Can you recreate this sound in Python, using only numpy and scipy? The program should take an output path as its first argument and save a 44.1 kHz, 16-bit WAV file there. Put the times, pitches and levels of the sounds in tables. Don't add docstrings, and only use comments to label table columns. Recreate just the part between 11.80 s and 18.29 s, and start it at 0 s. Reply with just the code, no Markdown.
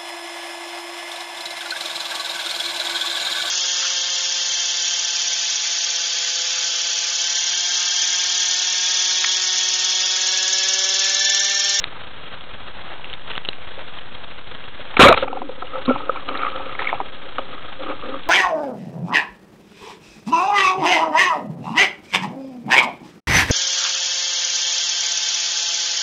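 import sys
import numpy as np
from scipy import signal
from scipy.fft import rfft, irfft
from scipy.io import wavfile
from scipy.ndimage import uniform_filter1d

SR = 44100
rng = np.random.default_rng(int(sys.argv[2]) if len(sys.argv) > 2 else 0)


def elevation(decibels):
    levels = np.asarray(decibels, float)
    return 10 ** (levels / 20)


def wav_record(signal):
    frames = np.transpose(np.atleast_2d(signal))
    bounded = np.clip(frames, -1, 1)
    quanta = np.round(bounded * 32767).astype(np.int16)
    wavfile.write(sys.argv[1], SR, quanta)


N = 286209

# (centre [Hz], width [Hz], level [dB])
THUD = [(277, 33, -5.5), (391.6, 44, -2.5), (538, 25, 4.5)]
BODY = [(770, 120, -3.5), (1191.4, 150, -1), (1320, 115, 1.5)]
TICK = [(2244, 395, -1), (2850, 480, 0.27), (3730, 3000, -1.5)]
# (frequency [Hz], density [dB per Hz])
HISS_SPECTRUM = [(18, -44), (30, 3.5), (336, -5.5), (844, -4), (2200, -7), (4000, -6.5), (5200, -43),
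                 (8800, -120)]
# (centre [Hz], width [Hz], level [dB])
HISS_PEAKS = [(520, 28, 0.5), (1300, 160, -8), (1585, 110, -6), (2830, 110, -15), (3275, 81, 0),
              (3900, 45, -23)]
# (time [s], length [s], level [dB], drift [dB over the length], treble [dB])
RUSTLES = [(0.003, 0.056, -38, 2, -11), (0.059, 0.16, -36.5, -1.5, -38.5), (0.237, 0.024, -52, 1, -12),
           (0.981, 0.2, -39, 5, -22), (1.251, 0.0067, -40, 2, -0.5), (1.476, 0.039, -41.5, 8.5, -3),
           (1.531, 0.039, -39.5, -8, 1), (1.985, 0.068, -31, -8, -31), (2.065, 0.13, -43.5, 10, -9),
           (2.975, 0.18, -40, 4, -11.5), (3.1705, 0.018, -20, -11.5, -8), (3.368, .052, -28, -6, 4),
           (3.428, .016, -33, -2, 0), (3.345, .02, -34, -3, 3), (4.056, 0.006, -41, -3, 6),
           (4.086, 0.022, -34.5, -1, 0.5), (4.55, .13, -37.5, 1, -5), (4.99, .12, -36, 0, -4),
           (1.5, .08, -42, 0, 2)]
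# (time [s], peak [dB], pitch [Hz], decay t60 [s])
SNAPS = [(.0413, -5.5, 2230, 0.0021), (.0413, -5, 3700, 0.0038), (1.5788, -7.5, 1500, 0.0011),
         (1.6878, -17, 495, 0.0072), (1.688, -11.5, 1930, 0.0013), (6.214, -27, 2800, .004),
         (1.6885, -8.5, 3960, 0.014), (4.5745, -18, 3850, 0.011), (5.583, -21.5, 2900, 0.0073),
         (1.2445, -22, 2000, 0.0012), (1.2995, -24, 2200, 0.0014), (1.5, -23, 2500, 0.0016),
         (1.516, -26, 1800, .0015), (1.196, -27, 900, .012), (1.091, -28, 2900, .006),
         (5.0132, -15, 900, .004), (4.488, -23, 3950, .012), (4.7615, -21, 2500, .0015),
         (4.914, -28, 2100, .004), (4.906, -29, 2400, .006), (4.512, -28, 1700, .01),
         (5.056, -24, 1250, .012), (5.023, -24, 800, .012), (6.4345, -28, 3300, .006),
         (6.4375, -28, 3300, .004), (1.6505, -21, 2200, .0015), (1.7315, -23, 1800, 0.0014),
         (1.486, -28, 1400, .005), (1.493, -26, 1300, .005), (1.535, -24, 1800, .003),
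         (1.259, -39, 3300, .008), (6.048, -28, 3000, .006), (5.557, -29, 2900, .004),
         (3.3132, -5, 1500, .002), (3.4775, -27, 2000, .003), (3.6185, -28, 2300, .003),
         (4.052, -24, 3000, .003)]
# (time [s], peak [dB], pitch [Hz], hardness [dB])
EARLY_TICKS = [(0.042, -19, 1320, 9), (0.053, -36, 520, 8), (0.609, -24, 3300, -8), (1.08, -23, 1380, 5),
               (1.2445, -18, 2790, -4), (1.299, -21, 3170, -4), (1.33, -17, 2880, -5),
               (1.337, -15.5, 3500, -2), (1.478, -23, 1340, 6), (1.515, -17, 2860, -8),
               (1.553, -18, 2770, -16), (1.562, -13.5, 2840, 7), (1.579, -9.5, 1022, 25),
               (1.65, -13.5, 3100, -2), (1.656, -18, 2850, -2), (1.688, -9.5, 2860, -9.5),
               (1.731, -17.5, 2860, 3), (1.912, -35.5, 537, -5), (1.976, -28.5, 527, -23),
               (2.187, -18.5, 3000, -1), (2.444, -26, 3320, -11), (2.84, -25.5, 2870, -13),
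               (2.992, -30, 590, -27)]
# (time [s], length [s], level [dB], place [octaves above the hum], loss [dB per octave squared])
RUBS = [(3.4, 2.9, -47, 0.38, 5), (3.33, .008, -34.5, 0.5, 1.5), (3.36, 0.22, -40, -0.16, 2.5),
        (3.625, 0.024, -38.5, -1.1, 11), (.1, 0.78, -51, 1.4, 8), (3.94, 0.046, -36.5, 0.8, 4.5),
        (4.082, 0.081, -36, 2.8, 0), (4.216, 0.18, -40.5, 0.7, 3), (4.487, 0.064, -36.5, 1.3, 0),
        (4.592, 0.088, -32.5, 1, 4.5), (4.743, 0.18, -39.5, 0.99, 3), (5.005, 0.15, -37.5, 1.5, 2.5),
        (5.206, 0.077, -46, 0.5, 14.5), (5.46, 0.0084, -41, 0.7, 5.5), (5.59, .01, -38, 0.1, 3.5),
        (5.717, .02, -45, 1, 1.5), (6.023, 0.08, -36, 0.3, 2), (6.095, 0.03, -37, -0.64, 0.5),
        (6.249, .12, -34.5, -0.3, 2.5), (6.48, .02, -37, -0.8, 3.5)]
# (mount centre [Hz], mount width [Hz], share [dB])
MOUNT = [(305, 70, -2), (520, 630, -2.5), (1250, 1400, 0.5), (2203, 3600, -4)]
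# (time [s], peak [dB], pitch [Hz], decay t60
# [s])
FLICKS = [(3.5295, -18.5, 900, 0.0074), (3.5705, -24, 935, .01), (3.6175, -20.5, 990, 0.016),
          (4.16, -14.5, 967, 0.014), (5.1284, -6.5, 890, 0.0053), (5.137, -15, 760, 0.01),
          (5.202, -9.5, 895, 0.0076), (3.4235, -19, 620, .015), (3.8215, -30, 370, .04),
          (3.823, -27, 1000, .02), (3.605, -33, 245, .12), (3.52, -36, 250, .1), (3.685, -35, 265, .08),
          (3.55, -32, 430, .06), (3.70, -35, 420, .08), (6.469, -32, 1300, .03), (6.476, -31, 1100, .02),
          (6.485, -27, 700, .03), (3.441, -20, 900, .008), (3.931, -29, 520, .06), (3.956, -26, 1270, .03),
          (4.104, -22, 1000, .03), (5.591, -24, 850, .02), (5.59, -28, 2900, .015), (5.842, -31, 1300, .02),
          (4.212, -32, 525, .1), (4.829, -27, 1250, .03), (4.864, -27, 500, .03), (4.893, -27, 1250, .025),
          (4.876, -29, 1300, .02), (4.932, -29, 1200, .03), (4.571, -27, 1250, .02), (4.14, -33, 130, .1),
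          (3.15, -36, 62, .15)]
# (time [s], peak [dB], pitch [Hz],
# hardness [dB])
SLIPS = [(3.1682, -3, 2350, -0.5), (3.4183, -23, 2850, 0), (4.056, -18, 3890, -8), (4.4876, -16, 3000, 8),
         (4.551, -19, 1800, -5.5), (3.589, -31, 3500, 6), (4.761, -17, 3340, 11), (4.8933, -28, 2290, -1.5),
         (4.951, -21, 2160, -15), (4.991, -13, 1740, -5), (4.9938, -16.5, 2240, -10),
         (5.0024, -17.5, 1940, 1), (5.0195, -16.5, 1830, 6), (5.0272, -16, 2300, 3), (5.0446, -15, 2150, 3),
         (5.053, -17.5, 2280, -2), (5.121, -25.5, 2400, 2), (5.128, -21, 2200, -2), (5.203, -25, 2300, 0),
         (4.563, -21, 2200, 1), (4.664, -19, 2000, -4), (4.700, -23, 3200, 5), (5.1434, -19.5, 2220, 7),
         (6.035, -23.5, 3230, 0)]
# (time [s], peak before overload [dB], pitch [Hz], decay t60 [s])
RECOIL = [(3.1925, -4, 1517, 0.013), (3.1944, 21.5, 309.5, 0.026), (3.198, 25, 1317, 0.038),
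          (3.2005, 19.5, 411, 0.019), (3.203, 13, 1334, 0.032), (3.2115, 18.5, 610, 0.025),
          (3.216, 22, 1112, 0.022), (3.2195, 17, 545.4, .03), (3.2235, 20, 2895, 0.02),
          (3.226, 20, 3800, 0.02), (3.229, 19.5, 3605, .015), (3.256, 9.5, 4020, .015),
          (3.2655, 0, 604, .03), (3.268, -2, 1151, .012), (3.2322, 25, 253.4, 0.012),
          (3.237, 23.5, 1150, 0.04), (3.2465, 19, 1200, 0.03), (3.251, 14.5, 580, 0.052),
          (3.259, 11.5, 289.5, 0.022), (3.26, -14, 1197, 0.05), (3.271, 1, 2315, 0.025),
          (3.2824, 6, 1295, 0.046), (3.2945, 7, 520, 0.01), (3.299, -11, 963, 0.025),
          (3.3035, -11, 560, 0.039), (3.3065, -6, 620, .04), (3.3127, 5, 704, 0.0076),
          (3.3155, -3, 600, .04), (3.302, -17, 3900, .03), (3.3255, 4, 1193, 0.016),
          (3.327, -5, 2325, 0.013), (3.34, -17, 2450, 0.02)]
# (time [s], length [s], level before overload [dB], drift [dB over the length])
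GUSTS = [
    (3.1982, 0.034, 19, 0.5),
    (3.238, 0.022, 17, -6),
    (3.286, 0.0096, 8, -13.5),
    (3.277, .005, -16, -0.5),
    (3.301, 0.022, -10, -1.5),
    (3.333, .012, -17, -1),
    (3.369, 0.043, -20, -18),
    (3.423, 0.022, -19.5, -5.5),
]
# (time [s], level [dB])
SURGE = [
    (3.193, 0),
    (3.196, 14),
    (3.262, 12),
    (3.274, 0),
    (3.282, 0),
    (3.284, 6),
    (3.293, 0),
]
# (time [s], peak [dB], pitch [Hz], hardness [dB])
REBOUNDS = [
    (3.375, -5, 1337, -1),
    (3.44, -26, 704, -9),
    (3.529, -20, 752, -10),
    (3.617, -21, 750, -16),
]
# (centre time [s], peak [dB], pitch [Hz], half length [s])
SQUEAKS = [(3.380, -18, 2275, 0.004), (3.4294, -16, 1300, 0.004), (3.431, -17, 550, 0.011),
           (3.958, -27, 1275, 0.004), (3.9645, -28, 1275, .004), (4.207, -23.5, 1250, 0.0062),
           (4.3745, -22.5, 1300, 0.0044), (4.4915, -15, 1275, 0.0045), (4.508, -29, 525, 0.019),
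           (4.517, -24, 1200, 0.0044), (4.545, -24, 1200, 0.0046), (4.557, -19.5, 1300, .005),
           (4.5945, -21.5, 1225, .004), (4.603, -24, 1230, .005), (4.613, -22, 1250, 0.0045),
           (4.6215, -20, 1300, 0.0045), (4.635, -10.5, 1225, .0035), (4.6515, -15, 1200, 0.0036),
           (4.6695, -15.5, 1225, 0.0043), (4.682, -19, 1250, 0.0078), (4.593, -29, 2250, 0.0073),
           (4.629, -25.5, 2250, 0.0066), (4.648, -27, 2250, 0.0027), (4.763, -28.5, 525, 0.025),
           (4.7785, -21, 1300, .004), (4.996, -21.5, 1300, .003), (5.021, -23, 1000, .005),
           (5.046, -24.5, 1250, .003), (5.06, -28, 1250, .004), (5.0743, -13, 2175, .004),
           (5.093, -17.5, 1900, .003), (5.0935, -22, 1050, .003), (5.101, -17, 2200, 0.0029),
           (5.179, -27, 1200, 0.0029), (5.5915, -25, 575, 0.008), (5.733, -33, 1250, .008),
           (5.781, -29, 1250, .004), (5.887, -32.5, 1250, 0.005), (6.010, -29, 525, 0.018),
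           (6.071, -29.5, 1200, .004), (6.109, -24.5, 575, .004), (6.1155, -21.5, 1225, .004),
           (6.125, -24, 1225, 0.0044), (6.227, -25, 1225, .003), (6.239, -25.5, 1225, .004),
           (6.263, -28.5, 500, .004), (6.292, -25, 525, .01), (6.344, -22, 1200, .005),
           (6.348, -27.5, 550, 0.0048), (6.358, -29, 1200, .005)]
# (centre time [s], peak [dB], pitch [Hz], half length [s])
MORE_SQUEAKS = [(3.460, -28, 526, .008), (3.481, -18.5, 800, 0.0042), (3.4829, -18.5, 1275, .003),
                (3.482, -32, 2300, .003), (3.500, -28.5, 500, .008), (3.519, -30, 1300, .004),
                (3.531, -33, 2800, 0.0027), (3.563, -28, 520, .008), (3.564, -31, 1300, 0.0036),
                (3.575, -20.5, 773, .006), (3.594, -33, 449, .008), (3.665, -33, 285, 0.016),
                (3.697, -21, 523.5, 0.0058), (3.722, -34, 523, 0.016), (3.782, -34, 527, .014),
                (3.8258, -21, 1275, .006), (3.829, -26, 750, 0.0066), (3.847, -29, 525, 0.011),
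                (3.872, -34, 2900, 0.0036), (3.938, -27, 1280, .008), (3.957, -25.5, 526, 0.017),
                (3.986, -24, 525.5, 0.019), (3.974, -31, 900, 0.014), (4.061, -27, 4000, .004),
                (4.096, -26, 2290, .005), (4.205, -32, 850, .008), (4.365, -31.5, 2290, 0.0068),
                (4.742, -29, 1280, .006), (4.732, -29, 1250, .005), (4.762, -26, 1300, .004),
                (4.808, -26, 853, .006), (5.014, -22, 779, .003), (5.150, -27.5, 800, .008),
                (5.211, -22, 800, .006), (6.102, -32.5, 2270, .01), (6.128, -29, 775, .006),
                (6.196, -32, 1200, .004), (6.260, -35, 1230, 0.0033), (6.376, -30, 1200, .004),
                (6.473, -33, 1300, .005)]
# (time [s], peak [dB], pitch [Hz], decay t60 [s])
BUMPS = [
    (4.078, -18.5, 1080, 0.06),
    (4.079, -12, 255, 0.15),
    (4.086, -15, 520, 0.062),
    (4.0908, -12.5, 254, 0.081),
    (4.096, -13.5, 1333, 0.05),
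    (4.100, -19, 774, 0.059),
    (4.108, -7, 544, 0.022),
    (4.110, -17, 1320, 0.091),
    (4.2935, -11.5, 534, 0.031),
    (4.2945, -8, 1277, 0.019),
]
# (time [s], peak [dB], pitch [Hz], hardness [dB])
KNOCKS = [
    (4.160, -17.5, 840, -10),
    (4.359, -18.5, 1060, -11.5),
    (4.424, -27.5, 1200, -13.5),
    (4.796, -22, 840, -18),
    (4.864, -31, 1320, -2),
    (5.131, -20.5, 700, -16),
    (5.207, -16.5, 834, -23),
    (5.583, -10, 1250, -9.5),
    (6.235, -29, 540, -6),
]


def resonate(x, hz, width):
    return signal.lfilter(*signal.iirpeak(hz, hz / width, fs=SR), x)


def housing(x, modes):
    return sum((-1) ** k * elevation(db) * resonate(x, hz, w) for k, (hz, w, db) in enumerate(modes))


def unit(x):
    return x / np.sqrt(np.mean(x ** 2))


def curve(rows, off_db):
    s, db = np.transpose(rows)
    return elevation(np.interp(np.arange(N) / SR, s, db, left=off_db, right=off_db))


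def walk(rate):
    k = int(SR / rate)
    held = np.repeat(rng.standard_normal(N // k + 1), k)
    return 1.66 * uniform_filter1d(held, k)[:N]


def grains(rate, spread_db):
    hit = rng.random(N) < rate / SR
    size = rng.exponential(size=N)
    sign = np.sign(rng.standard_normal(N))
    return hit * elevation(spread_db * np.minimum(size, 3)) * sign


def steady(x, span_s, share):
    power = uniform_filter1d(x ** 2, int(span_s * SR)) + 1e-12
    return x / power ** (share / 2)


def stroke(s, length, db, drift_db, rise_s, fall_s):
    end, end_db = s + length, db + drift_db
    return curve([(s - rise_s, db - 60), (s, db), (end, end_db), (end + fall_s, end_db - 60)], -150)


def add(out, s, x):
    i = int(s * SR)
    out[i:i + len(x)] += x[:N - i]


def ring(hz, t60, rise, wobble):
    t = np.arange(4096) / SR
    drift = uniform_filter1d(rng.standard_normal(4096), size=64) * 8
    envelope = (1 - np.exp(-t / rise)) ** 2 * 1000. 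** (-t / t60)
    x = envelope * np.sin(2 * np.pi * hz * np.cumsum(1 + wobble * drift) / SR)
    return x / np.abs(x).max()


def blows(rows, rise, wobble):
    out = np.zeros(N)
    for s, db, hz, t60 in rows:
        add(out, s, elevation(db) * ring(hz, t60, rise, wobble))
    return out


def taps(events, thud_db, body_db, octave_db, dulling, contact_s, cycles, rise_cycles, ring_db):
    out, t = np.zeros(N), np.arange(4096) / SR
    centres = np.array([THUD[1][0], BODY[1][0]])
    for s, db, hz, hard_db in events:
        push = rng.standard_normal(4096) * t * np.exp(-t / contact_s)
        x = elevation(ring_db) * ring(hz, cycles / hz, rise_cycles / hz, .05)
        far_db = octave_db * np.abs(np.log2(hz / centres)) + dulling * hard_db
        shares = (thud_db - far_db[0], body_db - far_db[1], hard_db)
        for share_db, modes in zip(shares, (THUD, BODY, TICK)):
            part = housing(push, modes)
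            x = x + elevation(share_db) * part / np.abs(part).max()
        add(out, s, elevation(db) * x / np.abs(x).max())
    return out


def hiss():
    hz, db = np.transpose(HISS_SPECTRUM)
    f = np.fft.rfftfreq(N, 1 / SR)
    colour = elevation(np.interp(np.log(f + 1), np.log(hz), db))
    colour /= np.sqrt(np.mean(colour[(f > 2700) & (f < 3900)] ** 2) * 1200 / (SR / 2))
    throb = 1 + 0.28 * np.sin(2 * np.pi * 29.9 * np.arange(N) / SR)
    source = throb * elevation(1.96 * walk(90)) * rng.standard_normal(N)
    source = source + elevation(-4.0) * unit(grains(550, 2.7))
    plain = irfft(rfft(unit(source)) * colour, N)
    peaks = sum(elevation(db) * resonate(plain, hz, w) for hz, w, db in HISS_PEAKS)
    duck_s, duck_db, recover_s = 3.45, -8, 0.28
    since = np.arange(N) / SR - duck_s
    gain_db = -45.5 + (since > 0) * duck_db * np.exp(-(since / recover_s) ** 2)
    return elevation(gain_db) * (plain + peaks)


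def rustle():
    rise_s, fall_s = 0.019, .025
    grit = grains(2500, 2.7) * elevation(2.0 * walk(80))
    dull, bright = unit(resonate(grit, 800, 1300)), unit(resonate(grit, 3000, 2220))
    out = 0
    for *row, treble_db in RUSTLES:
        out = out + stroke(*row, rise_s, fall_s) * elevation(-2.5) * (dull + elevation(treble_db) * bright)
    return out


def snaps():
    return blows(SNAPS, rise=0.00015, wobble=0)


def early_ticks():
    return taps(EARLY_TICKS, thud_db=-4, body_db=-7.5, octave_db=9, dulling=0.22,
                contact_s=0.00029, cycles=26, rise_cycles=1.0, ring_db=-4.5)


def rubbing():
    rise_s, fall_s = 0.11, 0.16
    out = 0
    gestures = [stroke(s, length, db, 0, rise_s, fall_s) for s, length, db, *_ in RUBS]
    for modes, (hz, width, share_db) in zip((THUD[:1], THUD[1:], BODY, TICK[:2]), MOUNT):
        octave = np.log2(hz / MOUNT[1][0])
        press = 0
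        for gesture, (*_, place, loss_db) in zip(gestures, RUBS):
            press = press + gesture * elevation(share_db - loss_db * (octave - place) ** 2)
        grit = housing(grains(1500, 1.6) * elevation(1.7 * walk(70)), modes)
        out = out + press * unit(steady(resonate(grit, hz, width), 0.05, 0.85))
    return out


def flicks():
    return blows(FLICKS, rise=0.001, wobble=0)


def slips():
    return taps(SLIPS, thud_db=-11, body_db=-2.6, octave_db=0, dulling=-0.13,
                contact_s=0.0013, cycles=20, rise_cycles=2.6, ring_db=2.5)


def shot():
    rise_s, fall_s = .008, .028
    noise = rng.standard_normal(N) * elevation(3 * walk(250))
    rush = elevation(-8.0) * unit(housing(noise, TICK))
    rush = rush + elevation(-4.0) * unit(housing(noise, BODY))
    rush = rush + elevation(-3.5) * unit(housing(noise, THUD))
    rush = rush + elevation(-18.5) * unit(resonate(noise, 65, 50))
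    rush = rush + elevation(-5.5) * unit(resonate(noise, 800, 900))
    gusts = sum(stroke(*row, rise_s, fall_s) for row in GUSTS)
    recoil = blows(RECOIL, rise=0.0007, wobble=0.07)
    return curve(SURGE, -2.0) * (recoil + gusts * unit(rush))


def sway():
    swell = unit(resonate(rng.standard_normal(N), 62.4, 35))
    return stroke(3.2, 0.28, -24.5, -25, rise_s=.01, fall_s=.2) * swell


def rebounds():
    return taps(REBOUNDS, thud_db=1, body_db=-6.5, octave_db=8.5, dulling=-0.2,
                contact_s=0.0026, cycles=24, rise_cycles=0.91, ring_db=-4.5)


def squeaks():
    out, t = np.zeros(N), (np.arange(4096) - 2048) / SR
    for s, db, hz, half in SQUEAKS + MORE_SQUEAKS:
        rasp = rng.standard_normal((2, 4096))
        drift, grit = uniform_filter1d(rasp, size=64) * 8
        tone = np.sin(2 * np.pi * hz * np.cumsum(1 + 0.034 * drift) / SR) * elevation(2.1 * grit)
        breath = elevation(-15) * unit(resonate(rasp[0], hz, 1.2 * hz))
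        bell = np.exp(-(t / half) ** 2)
        add(out, s + t[0], elevation(db) * (bell ** 2 * tone + bell * breath))
    return out


def bump():
    return blows(BUMPS, rise=0.0012, wobble=0.035)


def gun_knocks():
    return taps(KNOCKS, thud_db=-10.5, body_db=-10, octave_db=8, dulling=0.63,
                contact_s=0.0026, cycles=24, rise_cycles=.8, ring_db=-0.086)


def scene():
    before = hiss() + rustle() + snaps() + early_ticks() + rubbing()
    firing = flicks() + slips() + shot() + sway()
    after = rebounds() + squeaks() + bump() + gun_knocks()
    return (before + firing + after)[None]


def top_cut(x):
    return signal.sosfilt(signal.butter(12, 15900, fs=SR, output="sos"), x)


def record(dry):
    up, down = 441, 80
    offset, rail, knee, ceiling = -.052, 0.64, 0.69, .725
    x = signal.resample_poly(dry, down, up, axis=1, window=("kaiser", 2.5))
    x = np.clip(x + offset + 0.0041 * walk(4.8)[:x.shape[1]], -rail, rail)
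    smooth = signal.firwin(numtaps=19845, cutoff=4110, window=("kaiser", 8.5), fs=SR * down)
    x = signal.resample_poly(x, up, down, axis=1, window=smooth, padtype="mean")[:, :N]
    over = np.maximum(np.abs(x) - knee, 0)
    room = ceiling - knee
    x = x - np.sign(x) * (over - room * np.tanh(over / room))
    x = signal.sosfiltfilt(signal.ellip(8, .1, 50, 15800, fs=SR, output="sos"), x)
    return top_cut(x)


dry = scene()
out = record(dry)
wav_record(out)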